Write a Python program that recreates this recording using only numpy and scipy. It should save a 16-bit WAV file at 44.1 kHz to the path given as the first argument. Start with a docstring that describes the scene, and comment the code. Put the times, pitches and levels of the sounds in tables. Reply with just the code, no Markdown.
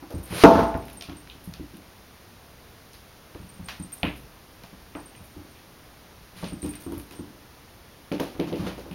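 """A small quiet room with a hollow wooden floor, where a kitten and a grown cat scuffle.
Paws, and the floor rocking, thud as excited floor modes; claws tick as noise cracks with woody knocks;
fur, pads and the rocking board scrape as noise, a collar bell jingles as struck resonances, a loose board bangs.
A thin steady high whine, as of a television, is in the room; a small microphone adds hiss and a treble dip,
clips the peaks and cuts the top steeply, which weakens the whine."""
import sys
import numpy as np
from scipy import signal
from scipy.fft import rfft, irfft
from scipy.io import wavfile
from scipy.ndimage import uniform_filter1d

SR = 44100
rng = np.random.default_rng(int(sys.argv[2]) if len(sys.argv) > 2 else 0)


def master_out(mix):
    """Clip the mix to full scale and print it as 16-bit PCM to the path in sys.argv[1]."""
    frames = np.transpose(np.atleast_2d(mix))
    ceiling = np.clip(frames, -1, 1)
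    pcm = np.round(ceiling * 32767).astype(np.int16)
    wavfile.write(sys.argv[1], SR, pcm)


N = 394254   # samples

# Landings and the rocking floor
CONTACT_S = 0.003037   # the boards are loaded this long after the touch
LANDING_RISE_S = 0.0024   # time constant
PAD_SOFT_HZ, PAD_FIRM_HZ = 133, 560   # the pad pushes higher modes the firmer it lands
PAD_NARROW_DB = 20   # dB per octave squared, before hard landings spread it
WEIGHT_HZ, WEIGHT_NARROW_DB = 88, 21.5   # the weight pushes the lowest modes; dB per octave squared
HARD_LANDING_DB, SPREAD_PER_DB = -24, 0.2   # above this peak: share of narrowness lost per dB

# Claws, bell and skids
TICK_TREBLE_HZ, TICK_ECHO_T60_S = 9900, 0.28
KNOCK_DB = -26   # re the tick's level
RATTLE_S = 0.076   # the pellet's later hits fall within this time
SWELL_DB = 32   # a skid swells in from this far below its level

# Loose board, hiss, whine in the room, microphone cut
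BOOM_DB, BOOM_T60_S = 2, 0.21   # level re the contact's level
HISS_DB = -49
WHINE_HZ, WHINE_DB = 16020, -76   # before the microphone's cut
CUTOFF_HZ = 15850


def from_db(db):
    """Level to amplitude: 20 dB is a factor of ten."""
    return 10 ** (np.asarray(db) / 20)


def rms_one(x):
    """Power normalization: scales a signal to rms 1."""
    return x / np.sqrt(np.mean(x ** 2) + 1e-20)


def coloured(size, level_db):
    """Spectral shaping: white noise weighted by a level function of frequency, at rms 1."""
    hz = np.maximum(np.fft.rfftfreq(size, 1 / SR), 10)
    spectrum = rfft(rng.standard_normal(size)) * from_db(level_db(hz))
    return rms_one(irfft(spectrum, size))


def on_log_axis(points):
    """Log-frequency interpolation: a spectrum table becomes a function of Hz."""
    hz, level = np.transpose(points)
    return lambda f: np.interp(np.log(f), np.log(hz), level)


def hump(centre_hz, db_per_octave2):
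    """Broad resonance: level falls with the square of the distance in octaves."""
    return lambda f: -db_per_octave2 * np.log2(f / centre_hz) ** 2


def dying(t, t60, rise):
    """Exponential decay: a blow's envelope rises quickly, then loses 60 dB in t60."""
    onset = 1 - np.exp(-t / max(rise, 1e-4))
    return onset * from_db(-60 * t / max(t60, .005))


def wobble(shape, depth_db, size):
    """Random amplitude modulation: an uneven gain, smoothed over a number of samples."""
    smooth = uniform_filter1d(rng.standard_normal(shape), size=size)
    return from_db(depth_db * rms_one(smooth))


def ring(clicks, hz, t60):
    """Damped resonance: a unit click sets a sine of height 1 ringing."""
    r, w = from_db(-60 / (t60 * SR)), 2 * np.pi * hz / SR
    return signal.lfilter([0, np.sin(w)], [1, -2 * r * np.cos(w), r * r], clicks)


def add(out, s, sound):
    """Superposition: mixes a sound in at a time."""
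    at = round(s * SR)
    out[at:at + len(sound)] += sound[:N - at]


def room_hiss():
    """Stationary noise: room tone and microphone hiss share one fixed spectrum."""
    # room tone and microphone hiss: f/Hz, relative level per Hz/dB
    hiss_spectrum = [(20, -15), (55, -3), (100, -6), (300, -12), (1000, -16.5), (3000, -23), (6000, -24.5),
                     (9000, -24.5), (12000, -29), (16000, -30.5)]
    return from_db(HISS_DB) * coloured(N, on_log_axis(hiss_spectrum))


def whine():
    """Pure tone: a steady sine in the room, as of a television; its rms is its height over the root of two."""
    t = np.arange(N) / SR
    return from_db(WHINE_DB) * np.sqrt(2) * np.sin(2 * np.pi * WHINE_HZ * t)


def thuds():
    """Modal excitation: weight pushes low floor modes, the pad higher ones; a dull boom and a slap die with them."""
    # paws and bodies landing, and the floor rocking after the bang: touch t/s, body peak level/dB,
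    # firmness (0-1), weight level re pad/dB, slap level re 5 dB below body peak/dB, decay time scale/s
    landings = [(0.022, -34, 0.55, -26, -5.5, 0.25), (.099, -32, 0.89, -17, -12, 1),
                (.139, -23, 0.46, 10, -43, 0.29), (.197, -32, 0.1, -11, -15, 0.13),
                (.304, -28, 0.3, 5, -9.5, 0.75), (.32, -26, 0.87, -2.5, -13, 0.96),
                (.369, -33, .9, -13, -14, .4), (.499, -15, 1, -10, -5.5, 0.55),
                (.549, -14.5, 0.43, -7, -1.5, 0.63), (.599, -17, 0.53, -8, -8, 0.44),
                (.745, -17.5, 0.4, -5.5, -8.5, 0.24), (1.084, -29, 0.48, -2, -11, 0.41),
                (1.342, -42.5, .55, 1, -8, 0.36), (1.472, -28.5, 0.11, -8, -34, .25),
                (1.594, -28, 0.46, -5.5, -34, 0.21), (1.733, -37, .45, -22, -32, 0.32),
                (3.346, -30.5, .85, -5, -10, 0.19), (3.397, -36, 0.18, -7, -15, 0.51),
                (3.591, -30, 0.22, 2.5, -21, .43), (3.796, -27.5, 0.31, -4.5, -20, 0.31),
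                (4.029, -21, .0, -38, -20, 0.35), (4.028, -21, 0.68, -40, -4, 0.34),
                (4.636, -41, 0.04, -9, -2.5, .16), (4.726, -39.5, 0.3, -10, -14, .15),
                (4.949, -29, 0.55, -9.5, -2.5, 0.31), (5.2, -40.5, 0.28, 7, -10, 0.37),
                (5.361, -31, 0.51, -2, -24, 0.39), (6.359, -41, 0.05, -12, -18, 0.68),
                (6.424, -23.5, 0.3, -8, -16, 0.37), (6.426, -29.5, 1, -21, -7, 0.32),
                (6.52, -25, 0.37, -6, -18, 0.29), (6.627, -25.5, .4, -2.5, -23, 0.3),
                (6.641, -22, 0.52, -12, -19, 0.34), (6.861, -27, 0.51, -10, -15.5, 0.45),
                (6.918, -27.5, 0.62, -14, -12, 0.29), (6.969, -29.5, 0.8, 6, -18, 0.13),
                (7.108, -40.5, 0.64, -5, -5, 0.54), (7.189, -26, 0.49, -9.5, -21, .37),
                (8.113, -17.5, 0.78, -41, -21, 0.31), (8.195, -17.5, .9, -40, -9.5, 0.33),
                (8.347, -34.5, 0.8, 0, -10, 0.37), (8.392, -15, 0.86, -40, -23, 0.31),
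                (8.469, -28.5, 0.4, -26, -13, 0.96), (8.518, -19.5, 0.74, -40, -22, 0.43),
                (8.592, -22.5, 0.28, -6, -12, 0.28), (8.624, -25.5, 0.29, -9, -12, 0.51),
                (8.659, -27.5, 0.86, -30, -4.5, 0.37), (8.777, -32.5, 0.81, -23, -8.5, 0.32),
                (8.849, -34.5, 0.8, -13, -12, 0.87), (8.907, -29.5, 0.31, -17, -16, 0.72)]
    # modes of the floor boards: f/Hz, level/dB, share of the landing's decay time scale
    floor_modes = [(33.7, 2.5, 1.9), (58.34, -1.5, 3.7), (84.7, 4, 0.77), (110.3, 2, 0.41), (133, -9, 2.5),
                   (172, 5, 0.6), (188.7, -1.5, 1.1), (230, -5, 0.54), (278.5, 1.5, 0.61),
                   (297.6, -2.5, 1.25), (334.7, 0, 0.7), (356.7, -7.5, 0.56), (405.8, -4.5, 0.45),
                   (487.6, -2.5, 0.45), (566.3, -6.5, 0.63), (674, -11.5, 0.55), (885, -17.5, 1.1)]
    out, t = np.zeros(N), np.arange(24000) / SR
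    hz, mode_db, share = np.transpose(floor_modes)[:, :, None]
    weight_hump = hump(WEIGHT_HZ, WEIGHT_NARROW_DB)
    for s, peak_db, firm, weight_db, slap_db, t60 in landings:
        chance = rng.standard_normal((2, len(hz), 1))
        kept = np.clip(1 - SPREAD_PER_DB * (peak_db - HARD_LANDING_DB), .2, 1)
        pad = hump(PAD_SOFT_HZ * (PAD_FIRM_HZ / PAD_SOFT_HZ) ** firm, PAD_NARROW_DB * kept)

        def push(f):
            """Sum of forces: pad and weight add in amplitude."""
            return 20 * np.log10(from_db(pad(f)) + from_db(weight_db + weight_hump(f)) + 1e-9)

        strength = from_db(mode_db + push(hz) + 2 * chance[0])
        tones = np.sin(2 * np.pi * hz * t + .5 * chance[1])
        modes = strength * tones * from_db(-60 * t / (share * t60))
        body = modes.sum(axis=0) * dying(t, 2.6, LANDING_RISE_S)
        body = signal.lfilter(*signal.butter(2, 28, "high", fs=SR), body)   # the boards radiate no steady push
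        body = body / np.abs(body).max()

        dull_hump = hump(250, db_per_octave2=3.0)
        dull = coloured(len(t), lambda f: push(f) + dull_hump(f))
        boom = from_db(-17.5) * dull * dying(t, 1.84 * t60, LANDING_RISE_S + 0.0014)
        slap_noise = coloured(len(t), hump(790, db_per_octave2=10.0))
        slap = from_db(slap_db - 5) * slap_noise * dying(t, 0.86 * t60, 0.00025)
        add(out, s + CONTACT_S, from_db(peak_db) * (body + boom + slap))
    return out


def ticks():
    """Impact and reverberation: a crack of a few ms, a woody knock, then the gritty echo in the room."""
    # claws and hard pads on the varnish: t/s, overall level/dB, centre f/Hz,
    # narrowness/(dB per octave squared; sign ignored), treble level re the middle band/dB, echo level re overall/dB
    claws = [(.1052, -32.5, 4370, 2.5, -8, -14.5), (.1797, -36, 2040, 0, -13, -15),
             (0.23, -48, 2560, 14, 13.5, -9.5), (0.276, -39, 2550, -10, 1, -30),
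             (.3025, -33, 2230, 10, -6, -5.5), (.4366, 0, 3180, 5, -32, -26),
             (.7425, -29, 2260, 25, -29, -20), (.7748, -38.5, 2770, 1, 3, -24),
             (0.8236, -36, 2620, 11, -16, -16), (0.8534, -38.5, 2270, 2, 4, -18),
             (0.882, -29.5, 2304, 4, -12, -19), (0.8992, -32, 2770, 8, -3, -25),
             (.93, -47.5, 2250, 8, 18.5, -22), (1.0097, -21.5, 3800, 10.5, -22, -22),
             (1.0223, -17, 3770, 15, -15, -25.5), (1.096, -27.5, 2650, 10, -33, -21),
             (1.2737, -33.5, 2400, 5, -20, -31), (1.299, -29, 3220, 47, -27, -16.5),
             (1.4394, -56.5, 3200, 8, 21, -12), (1.5376, -24, 3970, 17, -12, -24),
             (1.7439, -36, 3110, 31, -20, -26), (1.769, -40, 3400, 12, 5, -35),
             (2.9322, -34, 4270, 16.5, -4, -15), (3.347, -34.5, 2090, 4, -14.5, -21),
             (3.686, -19.5, 2500, 6, -30, -19), (3.9204, -33, 2270, 1, 0, -16.5),
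             (3.9374, -42.5, 2160, 2, 17.5, -19.5), (4.0312, -8.5, 2400, 20.5, -22, -17.5),
             (4.16, -43.5, 2920, 19, 3, -10.5), (4.6356, -31, 2650, 2.5, -13, -18.5),
             (4.9503, -25.5, 2200, 30, -32, -26), (5.1507, -31, 2400, 40, -26, -24),
             (5.2386, -53, 2880, 5, 13, -12.5), (5.555, -41.5, 2460, 11, -16, -11.5),
             (6.443, -24, 3220, 9, -28, -14.5), (6.4998, -40, 3090, 8, -14, -19),
             (6.6288, -31, 2520, 1.5, -10, -12.5), (6.6619, -28.5, 2700, 1, -15, -16),
             (6.691, -41, 2020, 13, 4, -10), (6.7361, -31, 2220, 5, -17, -14.5),
             (6.754, -29, 3070, 0, -24, -39), (6.8, -44.5, 3800, 0, -8, 1.5),
             (6.9207, -34.5, 2900, 2, -2, -13), (6.979, -44.5, 2190, 9, 17.5, -17.5),
             (6.998, -32.5, 3420, 2, -4, -22), (7.1096, -30, 2570, 1.5, -13, -14.5),
             (8.1173, -21.5, 2140, 18.5, -18, -31), (8.1223, -23.5, 2340, 4, -17, -15),
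             (8.1984, -18.5, 2130, 17, -10, -31), (8.2015, -21.5, 2520, 1, -15, -17),
             (8.3985, -20, 2500, 10, -16, -18), (8.4724, -31.5, 2900, 3.5, -23, -10.5),
             (8.5277, -24.5, 2670, 20, -17, -16.5), (8.558, -33, 2740, 2, -20, -9),
             (8.6661, -28.5, 2720, 17, -18, -14.5), (8.7793, -41.5, 2800, 1.5, -14, -3.5),
             (8.9122, -30.5, 2660, 16, -9, -15)]
    # modes of the varnished boards knocked hard: f/Hz, level/dB, t60/s
    knock_modes = [(682, -6, 0.2), (1095, -9, 0.197), (1357, -6.5, 0.12), (1714, -17.5, .25),
                   (2100, -18.5, 0.15), (2400, -10, 0.27), (2520, -3, 0.098), (2650, -18, 0.6),
                   (2620, -18, 0.358), (2817, -15.5, 0.52), (3006, -14.5, .28), (3180, -23.5, 0.28),
                   (3500, -24, .25), (3950, -21, 0.4)]
    out, t = np.zeros(N), np.arange(16000) / SR
    hz, mode_db, t60s = np.transpose(knock_modes)[:, :, None]
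    modes = from_db(mode_db - 60 * t / t60s) * np.sin(2 * np.pi * hz * t)

    def peaks(f):
        """Resonance curves: each mode raises the level of the noise around it."""
        curves = 3.5 * from_db(mode_db) / (1 + ((f - hz) / 45.0) ** 2)
        return 10 * np.log10(1 + curves.sum(axis=0))

    crack = from_db(-4.5) * dying(t, .012, 0.00038)
    for s, level_db, centre_hz, narrow, treble_db, echo_db in claws:
        tail = from_db(echo_db) * wobble(len(t), depth_db=2.0, size=130)
        broad = hump(centre_hz, abs(narrow))
        woody = coloured(len(t), lambda f: broad(f) + peaks(f))   # the echo keeps the colour of the boards
        mid = coloured(len(t), broad) * crack + woody * tail * dying(t, TICK_ECHO_T60_S, 0.011)

        top_envelope = crack + tail * dying(t, 1.1 * TICK_ECHO_T60_S, .004)
        top = coloured(len(t), hump(TICK_TREBLE_HZ, db_per_octave2=37.0)) * top_envelope
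        beating = wobble(modes.shape, depth_db=3.5, size=500)   # close neighbours of each mode beat against it
        knock = from_db(KNOCK_DB) * rng.choice([-1, 1], len(hz)) @ (modes * beating)
        add(out, s, from_db(level_db) * (mid + knock + from_db(treble_db) * top))
    return out


def bell():
    """Repeated impact: each shake throws the pellet at the shell, and it rolls on in weaker, uneven hits."""
    # shakes of the collar bell: t/s, relative level/dB
    shakes = [(0.145, -36.5), (.236, -37.5), (.35, -41), (0.633, -36.5), (0.7997, -42), (.9705, -32),
              (1.166, -35), (3.412, -50), (3.489, -39), (3.54, -42), (3.644, -34), (3.7334, -43),
              (3.795, -31), (3.825, -32), (3.925, -24), (3.9794, -42), (4.0682, -43), (4.956, -41),
              (4.9843, -41.5), (5.057, -37.5), (5.159, -43.5), (5.306, -49), (5.495, -48), (6.415, -43),
              (6.481, -36), (6.531, -34.5), (6.618, -21), (6.6902, -27.5), (6.753, -32), (6.836, -32),
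              (7.119, -46), (7.1493, -37), (7.1994, -44)]
    # modes of the collar bell: f/Hz, relative level/dB, t60/s
    bell_modes = [(8730, -3, .06), (8800, 0, .08), (9254, -18, .04), (7975, -9, .16)]
    out, count, touch_t60 = np.zeros(N), 12, .008
    s, shake_db = np.transpose(shakes)[:, :, None]
    late = np.sort(rng.random((len(s), count)), axis=1) * (np.arange(count) > 0)   # the first hit is at once
    at = np.minimum(((s + late * RATTLE_S) * SR).astype(int), N - 1)
    for hz, mode_db, t60 in bell_modes:
        clicks = np.full(N, 1e-18)
        hit_db = shake_db + mode_db - 5.5 - 16.0 * late + 2.1 * (late == 0)
        size = from_db(hit_db) * rng.normal(0, 0.94, at.shape)
        np.add.at(clicks, at.ravel(), size.ravel())
        # a rolling touch swells the mode in
        rolling = ring(clicks, hz, touch_t60) * 2 * np.log(1000) / (touch_t60 * SR)
        out += ring(rolling, hz, t60)
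    return out


def skids_and_scrape():
    """Sliding friction: grainy noise in a broad middle band and a treble band swells, holds and dies."""
    # fur and pads skidding, and the loose board scraping as it rocks:
    # full level at t/s, swell/s, hold/s, t60/s, middle level/dB, treble level re middle/dB
    slides = [(0.35, 0.088, .08, .2, -44.5, 7), (0.425, 0.18, .004, .04, -27.5, -17),
              (0.447, 0.04, .15, 0.52, -37, -31), (1.033, 0.0053, 0.0076, 0.63, -53, -6),
              (3.686, .006, 0.0022, 0.35, -36.5, -27), (6.373, .045, 0.092, .3, -47, -5),
              (8.199, .012, .003, 0.58, -40.5, -10), (8.595, .012, 0.066, .1, -47, -12),
              (8.671, .02, .003, 0.46, -41, -13)]
    t, mid_gain, top_gain = np.arange(N) / SR, np.zeros(N), np.zeros(N)
    for s, swell, hold, t60, level_db, treble_db in slides:
        rising_db = SWELL_DB * np.minimum((t - s) / swell, 0)
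        falling_db = -60 * np.maximum(t - s - hold, 0) / t60
        gain = (t > s - swell) * from_db(level_db + rising_db + falling_db)
        mid_gain += gain
        top_gain += gain * from_db(treble_db)
    grain = wobble(N, depth_db=0.5, size=90)
    mid = coloured(N, hump(1700, db_per_octave2=2.0))
    top = coloured(N, hump(9100, db_per_octave2=61.5))
    return grain * (mid_gain * mid + top_gain * top)


def bang():
    """Modal ringing: each contact rings the board's modes, stirred unevenly, over a dense boom of the room."""
    # the loose board bangs, then rocks: t/s, level/dB
    contacts = [(0.437, -4), (0.49, -16.5), (0.545, -21), (0.59, -22), (0.635, -25.5)]
    # modes of the loose board: f/Hz, level/dB, t60/s
    board_modes = [(57.8, -15, 0.28), (191, -16, 0.72), (237, -11.5, 0.29), (288, -12.5, 0.67),
                   (445.7, 3, 0.12), (497.7, -12, 0.4), (598.4, -16, .4), (669, -3.5, 0.48), (789, -14, .5),
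                   (827, -19.5, 0.77), (880, -10, 0.6), (940, -17, 0.4), (922, -15, 0.54),
                   (1047, -19, 0.55), (1140, -24, .5), (1320, -18.5, 0.12), (1420, -27.5, .5)]
    # spectrum of its dense boom: f/Hz, relative level per Hz/dB
    boom_spectrum = [(30, -40.5), (150, 2.5), (300, 8.5), (700, -5), (1000, -0.5), (1400, -3),
                     (1800, -20.5), (4000, -66.5)]
    out, t = np.zeros(N), np.arange(SR) / SR
    hz, mode_db, t60 = np.transpose(board_modes)[:, :, None]
    modes = from_db(mode_db - 60 * t / t60) * np.sin(2 * np.pi * hz * t)
    broad = on_log_axis(boom_spectrum)

    def peaks(f):
        """Resonance curves: each mode raises the level of the boom around it."""
        return 10 * np.log10(1 + (7.4 / (1 + ((f - hz) / 12.0) ** 2)).sum(axis=0))

    for s, level_db in contacts:
        boom_noise = coloured(len(t), lambda f: broad(f) + peaks(f))
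        boom = from_db(BOOM_DB) * boom_noise * dying(t, BOOM_T60_S, 0.00092)
        # the first contact starts all modes in one direction, later ones at random
        sign = 1 if s == contacts[0][0] else rng.choice([-1, 1], len(hz))
        strength = from_db(rng.normal(0, 1.1, len(hz))) * sign
        ringing = strength @ (modes * wobble(modes.shape, depth_db=4.0, size=700))
        add(out, s, from_db(level_db) * (ringing + boom))
    return out


def scene():
    """Superposition: the sounds of cats and boards add to the hiss and the whine."""
    return (room_hiss() + whine() + thuds() + ticks() + bell() + skids_and_scrape() + bang())[None]


def record(dry):
    """Linear filtering and overload: the microphone dips near 8 kHz, peaks clip, the top is cut."""
    # microphone dips: centre f/Hz, width/Hz, depth (0-1)
    treble_dips = [(7750, 3600, .7), (7830, 1300, .86)]
    for hz, width_hz, depth in treble_dips:
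        b, a = signal.iirpeak(hz, hz / width_hz, fs=SR)
        dry = dry - np.clip(depth, 0, 1) * signal.lfilter(b, a, dry)
    cut = signal.ellip(12, .5, 80, CUTOFF_HZ, fs=SR, output="sos")   # ripple 0.5 dB, stop band 80 dB down
    overloaded = np.clip(dry, -.98, .98)
    return np.clip(signal.sosfilt(cut, overloaded), -1, 1)


dry = scene()
out = record(dry)
master_out(out)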